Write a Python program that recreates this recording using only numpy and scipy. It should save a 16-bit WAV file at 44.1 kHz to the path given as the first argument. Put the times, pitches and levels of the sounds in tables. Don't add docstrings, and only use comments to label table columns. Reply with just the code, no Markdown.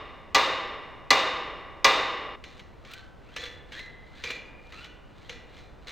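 import sys
import numpy as np
from scipy import signal
from scipy.fft import rfft, irfft
from scipy.io import wavfile
from scipy.ndimage import uniform_filter1d

SR = 44100
rng = np.random.default_rng(int(sys.argv[2]) if len(sys.argv) > 2 else 0)


def inscribe(sig):
    pcm = np.round(np.clip(np.atleast_2d(sig).T, -1, 1) * 32767)
    wavfile.write(sys.argv[1], SR, pcm.astype(np.int16))


N = 260631
TIME_S = np.arange(N) / SR
AGE_S = TIME_S[:2 * SR]


def amp(db):
    return 10 ** (np.asarray(db) / 20)


def unit(x):
    return x / np.sqrt(np.mean(x ** 2))


def at(points, hz):
    points_hz, values = np.transpose(points)
    return np.interp(np.log(np.maximum(hz, 1)), np.log(points_hz), values)


def colour(x, spectrum):
    gain = amp(at(spectrum, np.fft.rfftfreq(len(x), 1 / SR)))
    return unit(irfft(rfft(x) * gain, len(x)))


def fade(t60_s):
    return np.exp(-np.log(1000) * AGE_S / max(t60_s, .002))


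def rise(tau_s):
    return 1 - np.exp(-AGE_S / tau_s)


def flutter(samples):
    noise = rng.standard_normal(len(AGE_S))
    return unit(uniform_filter1d(uniform_filter1d(noise, samples), samples))


def add(track, start_s, sound):
    i = int(round(start_s * SR))
    part = sound[max(-i, 0):max(N - i, 0)]
    track[max(i, 0):max(i, 0) + len(part)] += part


def ring(modes, scatter_db, rise_cycles, detune=0.00031):
    modes_hz, modes_db, t60s = np.transpose(modes)
    level_draws, tuning_draws, phases = rng.standard_normal((len(modes), 3)).T
    gains = amp(modes_db + scatter_db * level_draws)
    gains /= np.sqrt(np.sum(gains ** 2) / 2)
    tuned_hz = modes_hz * (1 + detune * tuning_draws)
    out = 0
    for hz, gain, t60_s, phase in zip(tuned_hz, gains, t60s, phases):
        envelope = gain * fade(t60_s) * rise(rise_cycles / hz)
        out += envelope * np.sin(2 * np.pi * (hz * AGE_S + phase))
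    return out


def dense_modes(spectrum, t60s, rise_cycles, bands=16):
    bins = rfft(colour(rng.standard_normal(len(AGE_S)), spectrum))
    centres_hz = np.geomspace(80, 16000, bands)
    log_hz = np.log(np.fft.rfftfreq(len(AGE_S), 1 / SR) + 1)
    out = 0
    for hz, pick in zip(centres_hz, np.eye(bands)):
        band = irfft(bins * np.interp(log_hz, np.log(centres_hz), pick), len(AGE_S))
        out += band * fade(at(t60s, hz)) * rise(rise_cycles / hz)
    return out


def beating(hz, t60_s, spacing_hz=22):
    cluster = [(hz - spacing_hz, -4, t60_s), (hz, 0, t60_s), (hz + 1.4 * spacing_hz, -5, t60_s)]
    return ring(cluster, scatter_db=2, rise_cycles=2.2) * rise(0.0044)


def excite(force, response):
    return signal.fftconvolve(force, response / np.linalg.norm(response))[:N]


# frequency in Hz, relative level in dB.
WIND_SPECTRUM = [(20, -6), (50, -1), (80, -3.5), (120, -7.5), (200, -10.5), (450, -13), (700, -15.5),
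                 (1200, -19), (2200, -26), (3200, -31.5), (5000, -39.5), (8000, -47.5), (11000, -57),
                 (15500, -53)]


def wind():
    side_spectrum = [(20, 1), (35, 0.5), (80, -5.5), (170, -12), (350, -14), (700, -15.5),
                     (1500, -31), (4000, -54.5), (12000, -54)]
    mid = amp(-51.5) * colour(rng.standard_normal(N), WIND_SPECTRUM)
    side = amp(-53.5) * colour(rng.standard_normal(N), side_spectrum)
    return np.array([mid + side, mid - side])


# landing and catch in seconds, then gains in dB of landing, slide, catch and rub.
STROKES = [(2.439, 2.593, -32.5, -51, -39.5, -72), (2.848, 2.99, -40, -46, -50, -59),
           (3.3622, 3.455, -21.5, -37, -35, -49.5), (3.72, 3.7908, -32, -41, -33.5, -55),
           (4.2379, 4.3028, -21, -35.5, -24, -43), (4.7215, 4.8424, -36.5, -45, -37.5, -51.5),
           (5.2938, 5.325, -26.5, -44, -43, -46), (5.5654, 5.585, -44, -45.5, -47, -51),
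           (5.8702, 5.898, -32.5, -35.5, -40, -56)]


def friction(swell_db_per_s=99, bite_s=0.0079, ease_step_db=-2, ease_db_per_s=119):
    out = np.zeros(N)
    for land_s, catch_s, _, slide_db, _, rub_db in STROKES:
        swell_db = rub_db - swell_db_per_s * np.maximum(land_s - TIME_S, 0)
        ease_db = (TIME_S > catch_s) * (ease_step_db - ease_db_per_s * (TIME_S - catch_s))
        bite = np.clip((TIME_S - land_s) / bite_s, 0, 1)
        out = np.maximum(out, amp((1 - bite) * swell_db + bite * (slide_db + ease_db)))
    return out


def creaks(per_stroke=6, length_s=0.051, octaves_per_s=4.5, roughness=.03):
    out = np.zeros(N)
    n = int(length_s * SR)
    for land_s, *_ in STROKES:
        for when, pitch in rng.random((per_stroke, 2)):
            hz = 1150 * 2 ** (1.4 * pitch + octaves_per_s * AGE_S[:n])
            hz *= 1 + roughness * flutter(samples=20)[:n]
            chirp = np.hanning(n) * np.sin(2 * np.pi * np.cumsum(hz) / SR)
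            add(out, land_s - .15 + .17 * when, chirp)
    return amp(-10) * out * np.minimum(friction(), amp(-46.5))


# frequency in Hz, relative level in dB.
GRIT_SPECTRUM = [(400, -24), (700, -20), (1200, -8), (1900, -4), (3000, -7), (4100, -5), (5200, -18),
                 (6300, -19), (8000, -25), (10000, -36.5), (15500, -36)]
# frequency in Hz, relative level in dB, T60 in seconds.
SKI_MODES = [(440, -12, .6), (486, -7, .7), (1180, -9, .5), (1750, -10, .5), (1958, -5, .7), (2019, -7, .5),
             (2400, -6, .6), (2852, -15, 1.8), (3439, -8, .5), (3639, -9, .6), (3985, -6, .35),
             (4083, -5, .35), (4347, -8, .4), (5097, -14, .35), (5506, -11, .45), (6142, -7, .4),
             (6202, -9, .35), (6460, -16, .35), (7025, -13, .45)]


def scrape(slips_per_s=2500):
    slips = (rng.random(N) < slips_per_s / SR) * rng.standard_normal(N)
    slips *= amp(2.1 * rng.exponential(size=N))
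    force = colour(slips, GRIT_SPECTRUM) * friction()
    body = ring(SKI_MODES, scatter_db=2, rise_cycles=3)
    return amp(-7.5) * force + amp(-19) * excite(force, body)


# start and end in seconds, first and last pitch in Hz, gain in dB,
# octave re fundamental in dB, after-ring gain in dB.
SQUEALS = [(2.858, 2.972, 1000, 1540, -53.5, -8, -51.5), (3.244, 3.391, 1000, 1760, -59, 2, -48.5),
           (3.37, 3.431, 3400, 3434, -52, -32, -40.5), (3.725, 3.818, 1450, 2042, -42, -2.5, -46),
           (4.118, 4.245, 1350, 2050, -61, 0, -58), (4.249, 4.299, 2330, 2423, -33, -15, -46.5),
           (4.725, 4.866, 1130, 1497, -50.5, 1, -60)]


def squeals(roughness=.03):
    out = np.zeros(N)
    for start_s, end_s, first_hz, last_hz, db, octave_db, _ in SQUEALS:
        n = int((end_s - start_s) * SR)
        progress = np.linspace(0, 1, n)
        waver, grip, bite = (flutter(samples=150)[:n] for _ in range(3))
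        hz = last_hz + (first_hz - last_hz) * (1 - progress) ** 1.6 * (1 + .1 * waver)
        hz *= 1 + roughness * flutter(samples=30)[:n]
        phase = 2 * np.pi * np.cumsum(hz) / SR
        pressure = (0.86 + progress) * np.sqrt(4 * progress * (1 - progress))
        fundamental = unit(amp(3 * grip)) * np.sin(phase)
        octave = amp(octave_db) * unit(amp(5 * bite)) * np.sin(2 * phase)
        add(out, start_s, amp(db) * pressure * (fundamental + octave))
    tube = dense_modes(spectrum=[(500, 4), (2500, 8), (8000, -7)],
                       t60s=[(1400, 0.97), (2400, 1.0), (4200, 0.93)], rise_cycles=2.8)
    return amp(-4) * out + amp(-11.5) * excite(out, tube)


# frequency in Hz, T60 in seconds.
SING_DECAY = [(1500, 0.92), (2400, 1.5), (3400, 0.65), (6500, 0.083)]
SING_PARTIALS_DB = [-0.5, -11]


def singing(lock_s=.03):
    out = np.zeros(N)
    for _, end_s, _, last_hz, _, _, ring_db in SQUEALS:
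        for harmonic, db in enumerate(SING_PARTIALS_DB, 1):
            hz = harmonic * last_hz
            add(out, end_s - lock_s, amp(ring_db + db) * beating(hz, at(SING_DECAY, hz)))
    return out


# frequency in Hz, relative level in dB.
KNOCK_SPECTRUM = [(180, -4), (300, -2), (494, 0), (713, -7), (1320, -6), (2100, 1), (3520, -5),
                  (4090, -10.5), (5430, -22), (6200, -21), (10400, -42.5), (13300, -44), (16000, -44)]


def rattle(t60_s, tilt_db_per_decade=10.5):
    tilted = [(hz, db + tilt_db_per_decade * np.log10(hz / 2500)) for hz, db in KNOCK_SPECTRUM]
    noise = colour(rng.standard_normal(len(AGE_S)), tilted)
    return amp(-1.5) * noise * fade(t60_s) * rise(0.0016)


# frequency in Hz, T60 in seconds.
KNOCK_DECAY = [(300, 1.8), (1100, 1.56), (2200, 1.05), (3600, 0.64), (5500, 0.36), (9000, .45),
               (15000, .35)]
# start in seconds, gain in dB.
BURR_TICKS = [(2.9143, -38), (2.9345, -31.5)]


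def knocks():
    out = np.zeros(N)
    body = amp(-23) * dense_modes(KNOCK_SPECTRUM, KNOCK_DECAY, rise_cycles=1.2)
    body += amp(-20) * ring(SKI_MODES, scatter_db=-1, rise_cycles=3.1)
    for land_s, catch_s, land_db, _, catch_db, _ in STROKES:
        bending_note = amp(-26) * beating(hz=481, t60_s=1)
        add(out, land_s, amp(land_db) * (rattle(t60_s=.034) + body + bending_note))
        add(out, catch_s, amp(catch_db) * (rattle(t60_s=.061) + body))
    for start_s, db in BURR_TICKS:
        add(out, start_s, amp(db) * rattle(t60_s=.032, tilt_db_per_decade=30))
    return out


# start in seconds, gain in dB.
HAMMER_BLOWS = [(-.40, -2.5), (0.3465, 0.5), (1.1049, 1), (1.8442, 2)]
# frequency in Hz, relative level in dB.
CRACK_SPECTRUM = [(60, -5), (220, -13), (300, -5.5), (500, -7), (1150, -4.5), (1450, -8), (2300, -1),
                  (3100, -4.5), (4200, 0), (5200, -7.5), (7000, -14.5), (10000, -33), (15500, -32)]
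WASH_SPECTRUM = [(100, -21.5), (230, -18.5), (300, -8.5), (550, -1.5), (750, -3), (1100, 3), (1400, -3.5),
                 (2200, -1), (3200, -6), (3900, -3), (5200, -14.5), (7200, -20), (10000, -34.5),
                 (15500, -32)]
# frequency in Hz, T60 in seconds.
CRACK_DECAY = [(150, 0.14), (700, .17), (2500, 0.052), (6000, 0.069), (14000, 0.067)]
WASH_DECAY = [(150, 3.1), (500, 1.9), (1100, 1.34), (2200, 1.474), (3600, 0.98), (5500, 0.8), (9000, 0.58),
              (15000, 0.4)]
# frequency in Hz, relative level in dB, T60 in seconds.
CLANG_MODES = [(283, -20.4, 0.32), (436, -13.5, 0.4), (549, -10.5, 0.29), (786, -7.3, 0.3),
               (929, -11.9, 0.4), (984, -11.5, 0.36), (1071, -6.5, 0.29), (1118, -10.4, 0.4),
               (1183, 0.0, 0.19), (1250, -14, 0.37), (1635, -16.4, 0.4), (1678, -16.7, 0.4),
               (1964, -4.0, 0.14), (2001, -3.3, 0.16), (2046, -15.5, 0.35), (2385, -9.3, 0.4),
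               (2854, -10.9, 0.32), (3393, -7.4, 0.16), (3421, -15, 0.35), (4047, -17.5, 0.35),
               (4810, -12.1, 0.14), (5518, -18.7, 0.27), (6141, -16.0, 0.18), (6196, -18.5, 0.22)]
RAIL_MODES = [(502, -2.1, 0.97), (540, -1.8, 0.88), (641, -7.8, 1.04), (794, -10.7, 1.86),
              (939, -14.4, 1.99), (1026, -9.4, 2.0), (1079, -0.8, 0.98), (1122, -6.5, 2.0), (1177, -7, 1.4),
              (1203, -6, 1.7), (1226, -2, 0.72), (1791, -11.0, 1.12), (1934, -9.7, 1.39),
              (1962, -13.5, 2.0), (1995, -5, 1.03), (2043, -14.7, 1.66), (2579, -8.7, 0.9),
              (2826, -2.8, 0.61), (2852, -7.5, 1.61), (3615, -10.0, 1.29), (3636, -5, 1.07),
              (3666, -5.5, 0.95), (3709, -7.9, 0.96), (3780, -8.4, 0.86), (4046, -13, 0.79),
              (4085, -6, 0.57), (4735, -9.2, 0.55), (5102, -11.4, 0.55), (5316, -20.5, 1.2),
              (5518, -17.0, 0.6), (6180, -15.0, 0.55), (7035, -21.0, 0.6)]


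def hammer(drop_at_s=2.357, drop_db=-14, drop_length_s=0.0033):
    out = np.zeros(N)
    wash = amp(-23.2) * dense_modes(WASH_SPECTRUM, WASH_DECAY, rise_cycles=5.6)
    for start_s, db in HAMMER_BLOWS:
        crack = amp(-11) * dense_modes(CRACK_SPECTRUM, CRACK_DECAY, rise_cycles=3)
        clang = amp(-13.5) * ring(CLANG_MODES, scatter_db=1, rise_cycles=3)
        railing = amp(-22.5) * ring(RAIL_MODES, scatter_db=0.5, rise_cycles=45)
        add(out, start_s, amp(db) * (crack + clang + railing + wash))
    drop = np.clip((TIME_S - drop_at_s) / drop_length_s, 0, 1)
    return out * amp(drop_db * drop)


def scene():
    return hammer() + knocks() + scrape() + squeals() + singing() + creaks() + wind()


def record(dry):
    ceiling, cutoff_hz = 0.77, 16100
    lowpass = signal.ellip(8, .2, 70, cutoff_hz, fs=SR, output="sos")
    return signal.sosfilt(lowpass, ceiling * np.tanh(dry / ceiling))


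dry = scene()
out = record(dry)
inscribe(out)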